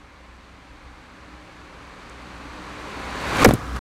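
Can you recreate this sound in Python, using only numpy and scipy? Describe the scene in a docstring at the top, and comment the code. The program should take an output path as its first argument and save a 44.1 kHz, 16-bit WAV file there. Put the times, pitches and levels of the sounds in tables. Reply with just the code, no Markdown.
"""A small car's tyres roar up a worn street towards a microphone set low, a foot from their track.
The engine hums underneath, with town noise far off. Right by the microphone the front tyre runs over
something: a crunch, thumps that fall in pitch and sharp cracks, loud enough to overload it.
The body passes, the rear tyre nears with a scuff, and the sound cuts off."""
import sys
import numpy as np
from scipy import signal
from scipy.fft import rfft, irfft
from scipy.io import wavfile
from scipy.ndimage import uniform_filter1d

SR = 44100
rng = np.random.default_rng(int(sys.argv[2]) if len(sys.argv) > 2 else 0)


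def master(y):
    """Save y as 16-bit WAV."""
    cut = np.clip(np.atleast_2d(y).T, -1, 1)
    pcm = np.round(cut * 32767)  # scale
    wavfile.write(sys.argv[1], SR, pcm.astype(np.int16))


N = 176400

SPEED_M_S, PASS_S, GAP_M = 7.03, 3.494, 0.31  # front tyre: speed, time and distance at its closest
CONTACT_S = 3.438  # the tread leaves the asphalt and climbs the obstacle

# colour that kerb and road reflections give to distant sound (frequency [Hz], gain [dB])
REFLECTIONS = [(330, 1), (405, 1.5), (462, -2), (530, 1.5), (610, 0), (700, -0.5), (790, 3.5), (880, -0.5),
               (1000, 2), (1170, 1), (1370, 0.5), (1700, .5), (1950, -1), (2250, 0.5), (2700, -1),
               (3250, -2), (3700, 0.5), (4500, 2), (5200, -2.5), (6100, .5), (6900, -0.5), (7800, 0)]


def front_tyre(t, metres):
    """Tread roar and crackling grit close in on the microphone, then drop as the tyre lifts."""
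    # tread rolling on asphalt (frequency [Hz], level [dB])
    roar_spectrum = [(24, -33), (40, -9.5), (64, -4), (87, -8), (150, -8.5), (183, -5.5), (224, -8.5),
                     (280, -2), (333, -8.5), (548, -7), (704, -11), (778, -9), (1160, -6.5), (1350, -8.5),
                     (2220, -11.5), (6810, -28.5), (8110, -31), (11800, -42.5), (15500, -55.5)]
    # grit crushed under the tread (frequency [Hz], level [dB])
    grit_spectrum = [(100, -4), (350, 3.5), (700, -2), (1180, 3.5), (1500, -2), (2100, -3), (3200, -11.5),
                     (7000, -7.5), (12000, -10.5), (16000, -21.5)]
    grains_per_s, scatter_db = 1400, 3.5
    lift_db, lift_s, settle_s = -13.5, 0.0012, 0.1
    surge = undb(2 * np.clip((t - 3.383) / 0.0022, 0, 1))  # the tyre meets rougher asphalt
    roar = colour(noise(roar_spectrum), REFLECTIONS) * surge * undb(-23) / metres ** 0.97
    grains = (rng.random(N) < grains_per_s / SR) * rng.choice([-1, 1], N)
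    strength = undb(scatter_db * np.minimum(rng.exponential(size=N), 5))
    grit = colour(grains * strength, grit_spectrum) * undb(-39) / metres ** 1.7  # only heard close up
    since_contact = np.maximum(t - CONTACT_S, 0)
    lift = undb(lift_db * np.minimum(since_contact / lift_s, 1))
    return (roar + grit) * lift * np.exp(-since_contact / settle_s)


def thumps(t):
    """The tyre squeezes over the obstacle: each shove is a lopsided oscillation that sinks in pitch."""
    # shoves (time [s], level [dB], starting pitch [Hz], pitch fall time [s], attack [s], length [s])
    shoves = [(3.427, -8, 200, 0.0039, 0.0018, .011), (3.445, -3, 622, .02, 0.0054, .015),
              (3.4603, -3.5, 339, .014, 0.0013, 0.016), (3.4781, -5, 98.5, 0.0067, 0.0013, 0.01),
              (3.485, -9, 482, .007, 0.0043, .018), (3.5086, -8, 796.6, 0.0021, .0003, .007),
              (3.5333, -12, 189.4, 0.0147, .003, .022)]
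    end_hz, skew, roughness = 72, 0.61, 0.4
    out = np.zeros(N)
    for start, db, hz, fall, attack, length in shoves:
        age = np.maximum(t - start, 0)
        phase = 2 * np.pi * (end_hz * age + (hz - end_hz) * fall * (1 - np.exp(-age / fall)))
        wave = np.sin(phase) + skew * np.cos(2 * phase)
        envelope = np.minimum(age / attack, 1) * np.sqrt(np.clip(1 - age / length, 0, 1))
        out += undb(db) * envelope * wave * (1 + roughness * walk(900))
    return out


def cracks(t):
    """Brief bursts of noise as stones and the obstacle snap and grind under the tread."""
    # snaps and crunches (time [s], level [dB], centre [Hz], width [Hz], hold [s], decay [s])
    snaps = [(2.0971, -41, 6800, 3000, 0.00034, 0.00059), (3.4288, -11, 745, 900, 0.0015, .0007),
             (3.4292, -27, 8020, 7000, 0.00039, 0.00039), (3.4446, -14, 7490, 10800, 0.0027, 0.0024),
             (3.448, -11, 3013, 4565, .003, 0.0022), (3.447, -7, 935, 1664, .01, 0.0018),
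             (3.4565, -23, 6490, 8100, .003, .0006), (3.4625, -19, 753, 599, 0.0035, 0.0018),
             (3.4753, -34, 9000, 8010, .0005, .001), (3.4792, -30.5, 11040, 8000, 0.00089, .0006),
             (3.4877, -26.5, 8500, 9000, 0.0024, .001), (3.4905, -13, 750, 693, .0015, 0.0017),
             (3.4955, -29, 7500, 5990, 0.00054, .0006), (3.5098, -15.5, 800, 1290, 0.00088, .0015),
             (3.5088, -19.5, 3050, 1800, 0.00084, 0.00089), (3.511, -39, 11000, 7000, .0004, .0005),
             (3.5152, -33, 6000, 8000, .0005, .0008), (3.5384, -16.5, 9800, 5500, 0.00025, 0.00033),
             (3.5416, -32, 4000, 8000, 0.0013, 0.0016), (3.554, -40, 12500, 5000, .0004, .0005),
             (3.765, -44, 8500, 4000, .001, 0.00089), (3.769, -29, 1297, 2190, 0.0015, 0.00044)]
    out = np.zeros(N)
    for start, db, hz, width, hold, decay in snaps:
        envelope = (t >= start) * np.exp(-np.maximum(t - start - hold, 0) / decay)
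        out += undb(db) * band(hz, width) * envelope
    return out


def underbody_ring(t, blows):
    """The blows ring briefly in the wheel and between road and floor pan."""
    # ring of the wheel and the space under the car (frequency [Hz], level [dB])
    ring_spectrum = [(25, 0.5), (85, 2.5), (200, 2.5), (450, -10.5), (1200, -7.5), (3000, -18.5),
                     (8000, -39), (16000, -48)]
    t60_s = 0.32
    tail = noise(ring_spectrum) * undb(-60 * t / t60_s)
    tail /= np.sqrt(np.sum(tail ** 2))
    return undb(-26.5) * signal.fftconvolve(blows, tail)[:N]


def underside(t):
    """Duller road noise while the body passes the microphone, swelling as the rear tyre arrives."""
    # road noise from under the car (frequency [Hz], level [dB])
    under_spectrum = [(59, -21.5), (100, 2.5), (156, -12.5), (258, -5.5), (370, -13.5), (519, -13.5),
                      (640, -20.5), (758, -12.5), (861, -15.5), (1210, -8), (2220, -22.5), (6810, -33),
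                      (15500, -47)]
    rear_s, rise_s, fall_s = 3.769, 0.013, 0.002
    body = undb(-34) * np.clip((t - CONTACT_S) / 0.054, 0, 1)
    rear_tyre = undb(-32) * np.exp(-np.abs(t - rear_s) / np.where(t < rear_s, rise_s, fall_s))
    return noise(under_spectrum) * (body + rear_tyre)


def engine(t, metres):
    """The exhaust hums at the firing rate, swelling and fading; weak overtones grow as the car nears."""
    # course of the hum at the microphone, before its overall gain (time [s], level [dB])
    hum_levels = [(0, -47), (.05, -48), (.14, -64), (.3, -43), (.55, -50.5), (.72, -41), (.8, -47),
                  (.9, -42), (1.02, -59), (1.24, -59), (1.32, -45), (1.5, -55.5), (1.95, -49.5),
                  (2.25, -42.5), (2.62, -42.5), (2.82, -53), (3.0, -41), (3.4, -36), (3.62, -35),
                  (3.76, -23.5), (3.79, -34.5)]
    # exhaust overtones (multiple of the firing rate, relative level [dB])
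    orders = [(2, -10), (3, -8.5), (4.5, -11.5), (5, -6)]
    firing_hz, wander = 61.2, 0.0066
    phase = 2 * np.pi * np.cumsum(firing_hz * (1 + wander * walk(8))) / SR
    hum = unit(np.sin(phase)) * undb(np.interp(t, *np.array(hum_levels).T) - 3.5)
    overtones = sum(undb(db + 2.8 * walk(7.9)) * np.sin(order * phase) for order, db in orders)
    return hum + overtones * undb(-27.5) / np.hypot(metres, 7.1)  # levels off within about 7 m


def street():
    """The bed of the place: distant town noise and a deep rumble."""
    # the town from far off (frequency [Hz], level [dB])
    town_spectrum = [(15, -64), (25, -25), (43, -8), (64, -1), (152, -18), (173, -16), (297, -13),
                     (331, -27.5), (482, -30.5), (648, -32), (762, -27), (2120, -22.5), (15500, -55)]
    town = undb(-53) * colour(noise(town_spectrum), REFLECTIONS)
    rumble = undb(-59) * band(hz=34.2, width=6.2)
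    return town + rumble


def undb(db):
    """Decibels to amplitude."""
    return 10 ** (np.asarray(db) / 20)


def unit(x):
    """Scale to rms 1."""
    return x / np.sqrt(np.mean(x ** 2) + 1e-20)


def colour(x, points):
    """Filter by a curve of (frequency [Hz], gain [dB]) points, then scale to rms 1."""
    hz, db = np.array(points, float).T
    f = np.maximum(np.fft.rfftfreq(len(x), 1 / SR), 1)
    gain = undb(np.interp(np.log(f), np.log(np.sort(hz)), db))
    return unit(irfft(rfft(x) * gain, len(x)))


def noise(points):
    """Noise with the given spectrum, at rms 1."""
    return colour(rng.standard_normal(N), points)


def band(hz, width):
    """Noise in a steep-sided band, at rms 1."""
    f = np.maximum(np.fft.rfftfreq(N, 1 / SR), 1)
    detune = np.abs(f * f - hz * hz) / (f * width)
    return unit(irfft(rfft(rng.standard_normal(N)) / np.sqrt(1 + detune ** 6), N))


def walk(rate):
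    """Smooth random drift with `rate` new values a second, at rms 1."""
    hold = max(int(SR / rate), 1)
    steps = np.repeat(rng.standard_normal(N // hold + 1), hold)
    return unit(uniform_filter1d(uniform_filter1d(steps, hold), hold)[:N])


def scene():
    """The car and the street as they reach one microphone near the ground."""
    t = np.arange(N) / SR
    metres = np.hypot(SPEED_M_S * (t - PASS_S), GAP_M)  # front tyre to microphone
    blows = thumps(t) + cracks(t)
    car = front_tyre(t, metres) + underside(t) + engine(t, metres) + blows + underbody_ring(t, blows)
    return (car + street())[None]


def record(dry):
    """The microphone rounds the loudest peaks and softens the treble; the sound stops abruptly."""
    ceiling, stop_s = 0.98, 3.792
    sag_hz, top_hz = 14500, 15900  # the treble sags gently, then is cut steeply
    running = np.clip((stop_s - np.arange(N) / SR) / 0.0016, 0, 1)
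    overloaded = ceiling * np.tanh(dry / ceiling) * running
    softened = signal.sosfilt(signal.butter(2, sag_hz, fs=SR, output="sos"), overloaded)
    return signal.sosfilt(signal.ellip(10, .2, 80, top_hz, fs=SR, output="sos"), softened)


dry = scene()
out = record(dry)
master(out)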